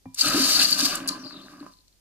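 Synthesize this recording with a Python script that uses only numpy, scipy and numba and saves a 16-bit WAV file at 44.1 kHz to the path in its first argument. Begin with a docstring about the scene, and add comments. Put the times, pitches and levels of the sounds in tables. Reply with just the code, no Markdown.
"""A dull knock on a small pot of water, then a burst of steam as molten lead is tipped in from a ladle.
Collapsing steam makes a dense sizzle with spits; the vapour film on the metal squeaks. Small bubbles
ring over low gulps and churning. As the lead sets the hiss dies, a thin steam whistle falls, and the
water settles with a few pops and ticks. Heard close up in a room, at a phone's two microphone ports."""
import sys
import numpy as np
from scipy import signal
from scipy.fft import rfft, irfft
from scipy.io import wavfile
from numba import njit

SR = 44100
rng = np.random.default_rng(int(sys.argv[2]) if len(sys.argv) > 2 else 0)


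def bounce(signal):
    """Save signal as a 16-bit WAV file at the path given by the first command-line argument."""
    frames = np.transpose(np.atleast_2d(signal))
    limited = np.clip(frames, -1, 1)
    pcm = np.round(limited * 32767).astype(np.int16)
    wavfile.write(sys.argv[1], SR, pcm)


N = 88420
T = np.arange(N) / SR

# microphone self-noise spectrum (frequency [Hz], gain [dB])
FLOOR_EQ = [(25, -1.5), (300, -9), (1000, -20.5), (2800, -19.5), (4500, -14.5), (15000, -22.5)]
# room tail spectrum (frequency [Hz], gain [dB])
ROOM_EQ = [(300, -5), (1200, 1), (5000, -3), (14000, -4.5)]
# pot and table scatter spectrum (frequency [Hz], gain [dB])
SCATTER_EQ = [(300, -12), (1200, 6), (2200, -2), (4500, -0.5), (9000, -4)]
# modes of the knocked pot (frequency [Hz], level [dB], t60 [s])
KNOCK_MODES = [(109.8, -6.5, 0.13), (172, -10, 0.19), (261.6, -3, 0.19), (540, -1.5, 0.015),
               (787, -1, 0.019), (980, -32.5, 1), (1860, -22, 0.032), (2370, -30.5, 0.41)]
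# deep churning envelope (time [s], level [dB])
CHURN_LEVEL = [(.21, -73), (.24, -40.5), (.33, -31.5), (.5, -40), (.87, -37.5), (1.2, -43), (1.44, -48),
               (1.5, -53), (1.66, -49.5), (1.72, -66.5), (1.9, -93)]
# churning spectrum (frequency [Hz], gain [dB])
CHURN_EQ = [(40, -42), (100, -23), (150, -11.5), (205, -6.5), (240, -11.5), (275, 4), (320, -6.5),
            (390, -13), (490, -30), (590, -10), (720, -28.5), (880, -19.5), (1300, -52.5)]
# large steam bubbles (time [s], pitch [Hz], level [dB])
GULP_EVENTS = [(0.231, 280, -32.5), (0.254, 134, -35.5), (.343, 285.5, -15), (0.358, 314, -16),
               (0.377, 374, -17.5), (.399, 271, -12), (.425, 272, -22), (0.826, 271, -17),
               (1.196, 264, -33), (1.609, 285, -28.5)]
# drops and popping bubbles (time [s], pitch [Hz], level [dB])
POP_EVENTS = [(1.267, 1170, -31), (1.309, 1380, -27.5), (1.344, 1150, -31.5), (1.484, 1393, -28.5),
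              (1.536, 1030, -33.5), (1.628, 1030, -32.5), (1.665, 1060, -26.5)]
# last tiny bubbles on the metal (time [s], level [dB])
TICK_EVENTS = [(1.603, -36), (1.7364, -40), (1.7708, -45), (1.788, -43), (1.8064, -47), (1.8779, -52.5),
               (1.927, -50)]
# small-bubble envelope (time [s], level [dB])
BOIL_LEVEL = [(.16, -64.5), (.25, -30), (.35, -30.5), (.55, -34.5), (.605, -29), (.66, -36.5), (.71, -41.5),
              (.79, -37), (.94, -34), (1.01, -43), (1.12, -43), (1.2, -54.5), (1.66, -59), (1.75, -90)]
# pot response to small bubbles (frequency [Hz], gain [dB])
POT_EQ = [(350, -2), (490, -8.5), (590, -2), (720, -2), (1100, -5), (1280, 4), (1600, 10), (2000, 1),
          (2700, 9.5), (4500, 13.5)]
# resonance of the hollow where the lead enters (time [s], centre [Hz], band gain [dB])
HOLLOW_TRACK = [(.33, 1272, 4), (.55, 1245, -2.5), (.8, 1123, 7), (1.03, 1160, 1), (1.12, 1053, 17),
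                (1.2, 1132, 12)]
# steam whistle of the setting metal (time [s], pitch [Hz], level [dB])
WHISTLE_TRACK = [(1.18, 5300, -57), (1.23, 5400, -50.5), (1.265, 4480, -47.5), (1.35, 4180, -52.5),
                 (1.39, 3250, -53.5), (1.43, 4060, -55.5), (1.53, 4040, -71)]
# vapour film squeaks (time [s], length [s], level [dB])
SQUEAK_EVENTS = [(.189, .007, -21.5), (.207, .01, -17), (.283, .005, -25), (.428, .02, -21),
                 (.548, .022, -22), (.591, .008, -18), (.61, .016, -23), (.644, .013, -19.5),
                 (.692, .003, -18), (.72, .013, -18), (1.077, .005, -27), (1.089, .003, -21),
                 (1.112, .025, -40)]
# steam spits (time [s], length [s], level [dB], centre [Hz])
SPIT_EVENTS = [(0.1446, 0.0041, -35, 8200), (0.208, 0.0071, -25, 6500), (0.28, 0.0072, -26, 8500),
               (0.598, 0.029, -25.5, 3230), (0.71, 0.0026, -25.5, 11600), (0.804, 0.0077, -23, 5500),
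               (.953, 0.0055, -27, 8500), (1.076, 0.0012, -26, 8650), (1.085, 0.0016, -25.5, 8850),
               (1.089, 0.0016, -19.5, 5600), (1.881, 0.00026, -56, 5690)]
# sizzle envelope (time [s], level [dB])
SIZZLE_LEVEL = [(.135, -67), (.168, -53.5), (.19, -25), (.235, -26), (.255, -28), (.28, -26), (.325, -32.5),
                (.385, -23), (.45, -24), (.53, -23), (.575, -25), (.63, -24), (.69, -29.5), (.725, -28.5),
                (.755, -33.5), (.785, -29), (.83, -23), (.875, -29), (.94, -33), (1.02, -58), (1.2, -60),
                (1.55, -61.5), (1.72, -65), (2.0, -94)]
# sizzle spectrum (frequency [Hz], gain [dB])
SIZZLE_EQ = [(400, -26.5), (1900, -11.5), (2600, -5), (3400, -4), (4600, 3), (6400, 0.5), (7400, -2),
             (11000, -7), (14500, -9.5)]

LAG_SAMPLES, LAG_SPREAD_SAMPLES = 3.8, 1.2  # left port behind right
STEAM_CLICKS_PER_S = 12000
BUBBLE_RISE = 0.22  # relative pitch rise over one t60


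def undb(db):
    """Decibels to gain."""
    return 10 ** (np.asarray(db) / 20)


def unit(x):
    """Scale to rms 1."""
    return x / np.sqrt(np.mean(x ** 2))


def curve(rows, column=1):
    """Table column, linearly interpolated in time."""
    rows = np.array(rows)
    return np.interp(T, rows[:, 0], rows[:, column])


def envelope(rows, column=1):
    """Gain from a dB column, zero outside its span."""
    return undb(curve(rows, column)) * (T > rows[0][0]) * (T < rows[-1][0])


def walk(rate_hz):
    """Smooth random signal, spread near 1."""
    return 1.2 * np.interp(T * rate_hz, np.arange(2000), rng.standard_normal(2000))


def colour(x, eq, size=4096):
    """Minimum-phase filter through (Hz, dB) points."""
    hz, db = np.array(eq).T
    bins_hz = np.arange(size // 2 + 1) * SR / size + 1
    gain = undb(np.interp(np.log(bins_hz), np.log(hz), db))
    cepstrum = irfft(np.log(gain))
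    cepstrum[1:size // 2] *= 2
    cepstrum[size // 2 + 1:] = 0
    impulse = irfft(np.exp(rfft(cepstrum)))
    return signal.fftconvolve(x, impulse[None], axes=1)[:, :N]


@njit
def svf(x, hz, width_hz):
    """State-variable band-pass, gain 1 at its moving centre."""
    y, band_state, low_state = np.empty(len(x)), 0., 0.
    for i in range(len(x)):
        g, damping = np.tan(np.pi * min(hz[i] / SR, .45)), width_hz / hz[i]
        v = (band_state + g * (x[i] + 1e-18 - low_state)) / (1 + g * (g + damping))
        band_state, low_state = 2 * v - band_state, low_state + 2 * g * v
        y[i] = damping * v
    return y


def band(x, hz, width_hz):
    """Band-pass per channel."""
    return np.array([svf(channel, hz * np.ones(N), float(width_hz)) for channel in x])


def clicks(per_s, spread_db):
    """Random tiny collapses, each from its own place, so with its own left-port lag."""
    impulses = (rng.random(N) < per_s / SR) * rng.choice([-1, 1], N)
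    right = impulses * undb(spread_db * rng.standard_normal(N).clip(-2.5, 2.5))
    lag = np.rint(LAG_SAMPLES + LAG_SPREAD_SAMPLES * rng.standard_normal(N)).astype(int)
    left = np.bincount((np.arange(N) + lag) % N, right, N)
    return unit(np.array([left, right]))


def burst(start_s, length_s, attack_s, release_s=.0016):
    """Linear attack, hold, exponential release."""
    attack = np.clip((T - start_s) / attack_s, 0, 1)
    return attack * np.exp(-np.maximum(T - start_s - length_s, 0) / release_s)


def add_ring(out, start_s, hz, db, t60_s, rise=0, swell_cycles=0.24):
    """Add a damped sine; its pitch changes by the fraction `rise` over t60."""
    first = int(start_s * SR)
    count = max(min(int(t60_s * SR), N - first), 0)
    t = np.maximum(np.arange(count) - np.array([[LAG_SAMPLES], [0]]), 0) / SR
    fade = np.exp(-np.log(1000) * t / t60_s) * (1 - np.exp(-hz * t / swell_cycles))
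    phase = 2 * np.pi * hz * t * (1 + rise * t / t60_s / 2)
    out[:, first:first + count] += undb(db) * fade * np.sin(phase)


def floor(noise_db=-65, hum_hz=47.2, hum_db=-69.5):
    """Quiet microphone hiss and low hum."""
    noise = unit(colour(rng.standard_normal((2, N)), FLOOR_EQ))
    hum = np.sin(2 * np.pi * hum_hz * T) + undb(-7) * np.sin(2 * np.pi * 2 * hum_hz * T)
    return undb(noise_db) * noise + undb(hum_db) * unit(hum)


def reflections(x, eq, t60_s, gap_s, wet_db):
    """Direct sound plus a diffuse tail, different at each port."""
    tail = rng.standard_normal((2, N)) * np.exp(-np.log(1000) * T / t60_s) * (T > gap_s)
    tail = colour(unit(tail) / np.sqrt(N), eq)
    return x + undb(wet_db) * signal.fftconvolve(x, tail, axes=1)[:, :N]


def ports(x):
    """Left microphone port rings in the treble; right is slightly brighter."""
    left = undb(0.35) * x[:1] + undb(4.5) * band(x[:1], hz=4572, width_hz=720)
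    right = x[1:] + undb(-10) * band(x[1:], hz=10700, width_hz=8500)
    return np.vstack([left, right])


def knock(level_db=-30.5):
    """Soft contact on the pot: each mode builds over about a cycle."""
    out = np.zeros((2, N))
    for hz, db, t60_s in KNOCK_MODES:
        add_ring(out, 0.056, hz, level_db + db, t60_s, swell_cycles=0.88)
    return out


def pot_ring(liquid):
    """Long ring of the pot, stirred by the water."""
    return undb(5.5) * band(liquid, hz=1021, width_hz=5.5)


def water(gulp_cycles=28.3, pop_cycles=6.2):
    """Deep churning, plus single ringing bubbles: gulps, pops, ticks."""
    out = unit(colour(clicks(per_s=240, spread_db=-3.5), CHURN_EQ)) * envelope(CHURN_LEVEL)
    for start_s, hz, db in GULP_EVENTS:
        add_ring(out, start_s, hz, db, gulp_cycles / hz, rise=-0.017, swell_cycles=1)
    for start_s, hz, db in POP_EVENTS:
        add_ring(out, start_s, hz, db, pop_cycles / hz, BUBBLE_RISE)
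    for start_s, db in TICK_EVENTS:
        add_ring(out, start_s, hz=4200, db=db, t60_s=.006, swell_cycles=1.5)
    return out


def boil(per_s=2200, low_hz=480, high_hz=3800, ring_cycles=10.6, spread_db=1.9):
    """Swarm of small bubbles, each a short rising ring, coloured by the pot and the hollow."""
    calming_s = [.7, 1.4]  # after the pour: fewer, lower bubbles
    density = np.interp(T, calming_s, [1, .55])
    swarm, draws = np.zeros((2, N)), rng.random((8000, 4))
    for when, pitch, size, luck in draws[:int(per_s * N / SR)]:
        if luck < density[int(when * N)]:
            start_s = when * N / SR
            pitch_span = np.interp(start_s, calming_s, [1, .83])
            hz = low_hz * (high_hz / low_hz) ** (pitch * pitch_span)
            db = spread_db * min(-np.log(1 - size), np.pi)
            add_ring(swarm, start_s, hz, db, ring_cycles / hz, BUBBLE_RISE)
    swarm = colour(swarm / np.sqrt(density), POT_EQ)
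    hollow = undb(curve(HOLLOW_TRACK, column=2)) * band(swarm, curve(HOLLOW_TRACK), width_hz=89)
    return unit(swarm + hollow) * envelope(BOIL_LEVEL)


def whistle(jet, wobble=0.078, flutter_hz=89.7, flutter_db=2):
    """Steam from the setting metal: a ragged, falling noise band."""
    hz = curve(WHISTLE_TRACK) * (1 + wobble * walk(flutter_hz))
    flutter = undb(flutter_db * walk(flutter_hz))
    tone = band(band(jet, hz, width_hz=770), hz, width_hz=590)
    return unit(tone * flutter) * envelope(WHISTLE_TRACK, column=2)


def squeaks(main_hz=4525, low_hz=4176, low_db=-8, wobble=.022, flutter_hz=380, flutter_db=3):
    """Vapour film vibrates in short bursts: two wavering tones that beat."""
    lag_samples = np.array([[3.53], [0]])
    film = 0
    for hz, db in (main_hz, 0), (low_hz, low_db):
        clock = np.cumsum(1 + wobble * walk(flutter_hz)) - lag_samples
        film = film + undb(db) * np.sin(2 * np.pi * hz * clock / SR)
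    flutter = unit(undb(flutter_db * walk(flutter_hz)))
    gate = sum(burst(start_s, length_s, attack_s=.0039) * undb(db)
               for start_s, length_s, db in SQUEAK_EVENTS)
    return film * flutter * gate


def spits(jet, relative_width=0.88, snap_gain=0.9, snap_s=.00027):
    """Spits of steam: a snap, then a short broad hiss."""
    out = np.zeros((2, N))
    for start_s, length_s, db, hz in SPIT_EVENTS:
        hiss = unit(band(band(jet, hz, relative_width * hz), hz, relative_width * hz))
        snap = 1 + snap_gain * np.exp(-np.abs(T - start_s) / snap_s)
        out += undb(db) * hiss * snap * burst(start_s, length_s, attack_s=.00013)
    return out


def sizzle(sputter_hz=166.9, sputter_db=1.87, surge_hz=60, surge_db=1.3, sing_hz=4456):
    """Steam collapses in surging, dense clicks and sparser crackles; the vapour film sings softly."""
    flurries = unit(undb(sputter_db * walk(sputter_hz) + surge_db * walk(surge_hz)))
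    hiss = unit(colour(clicks(STEAM_CLICKS_PER_S, spread_db=3) * flurries, SIZZLE_EQ))
    sing = undb(-2) * band(hiss, sing_hz * (1 + 0.024 * walk(surge_hz)), width_hz=200)
    crackle = undb(-14.5) * unit(colour(clicks(per_s=320, spread_db=0.5), SIZZLE_EQ))
    gain = undb(curve(SIZZLE_LEVEL)) * (T > SIZZLE_LEVEL[0][0])
    return (hiss + sing) * gain + crackle * gain ** 0.99  # crackle fades slightly slower


def scene():
    """Pot sources, scattered by pot and table, through the room and ports, over the noise floor."""
    liquid = boil() + water()
    hiss = sizzle()
    jet = clicks(STEAM_CLICKS_PER_S, spread_db=4)
    steam = hiss + spits(jet) + whistle(jet) + squeaks()
    pot = knock() + liquid + pot_ring(liquid) + steam
    near = reflections(pot, SCATTER_EQ, t60_s=.025, gap_s=.0005, wet_db=-6)
    room = reflections(near, ROOM_EQ, t60_s=.27, gap_s=.0095, wet_db=-8.5)
    return ports(room) + floor()


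def record(dry, top_hz=14700):
    """Phone: soft clip, steep low-pass."""
    lowpass = signal.ellip(8, .2, 70, top_hz, fs=SR, output="sos")
    return signal.sosfilt(lowpass, np.tanh(dry))


dry = scene()
out = record(dry)
bounce(out)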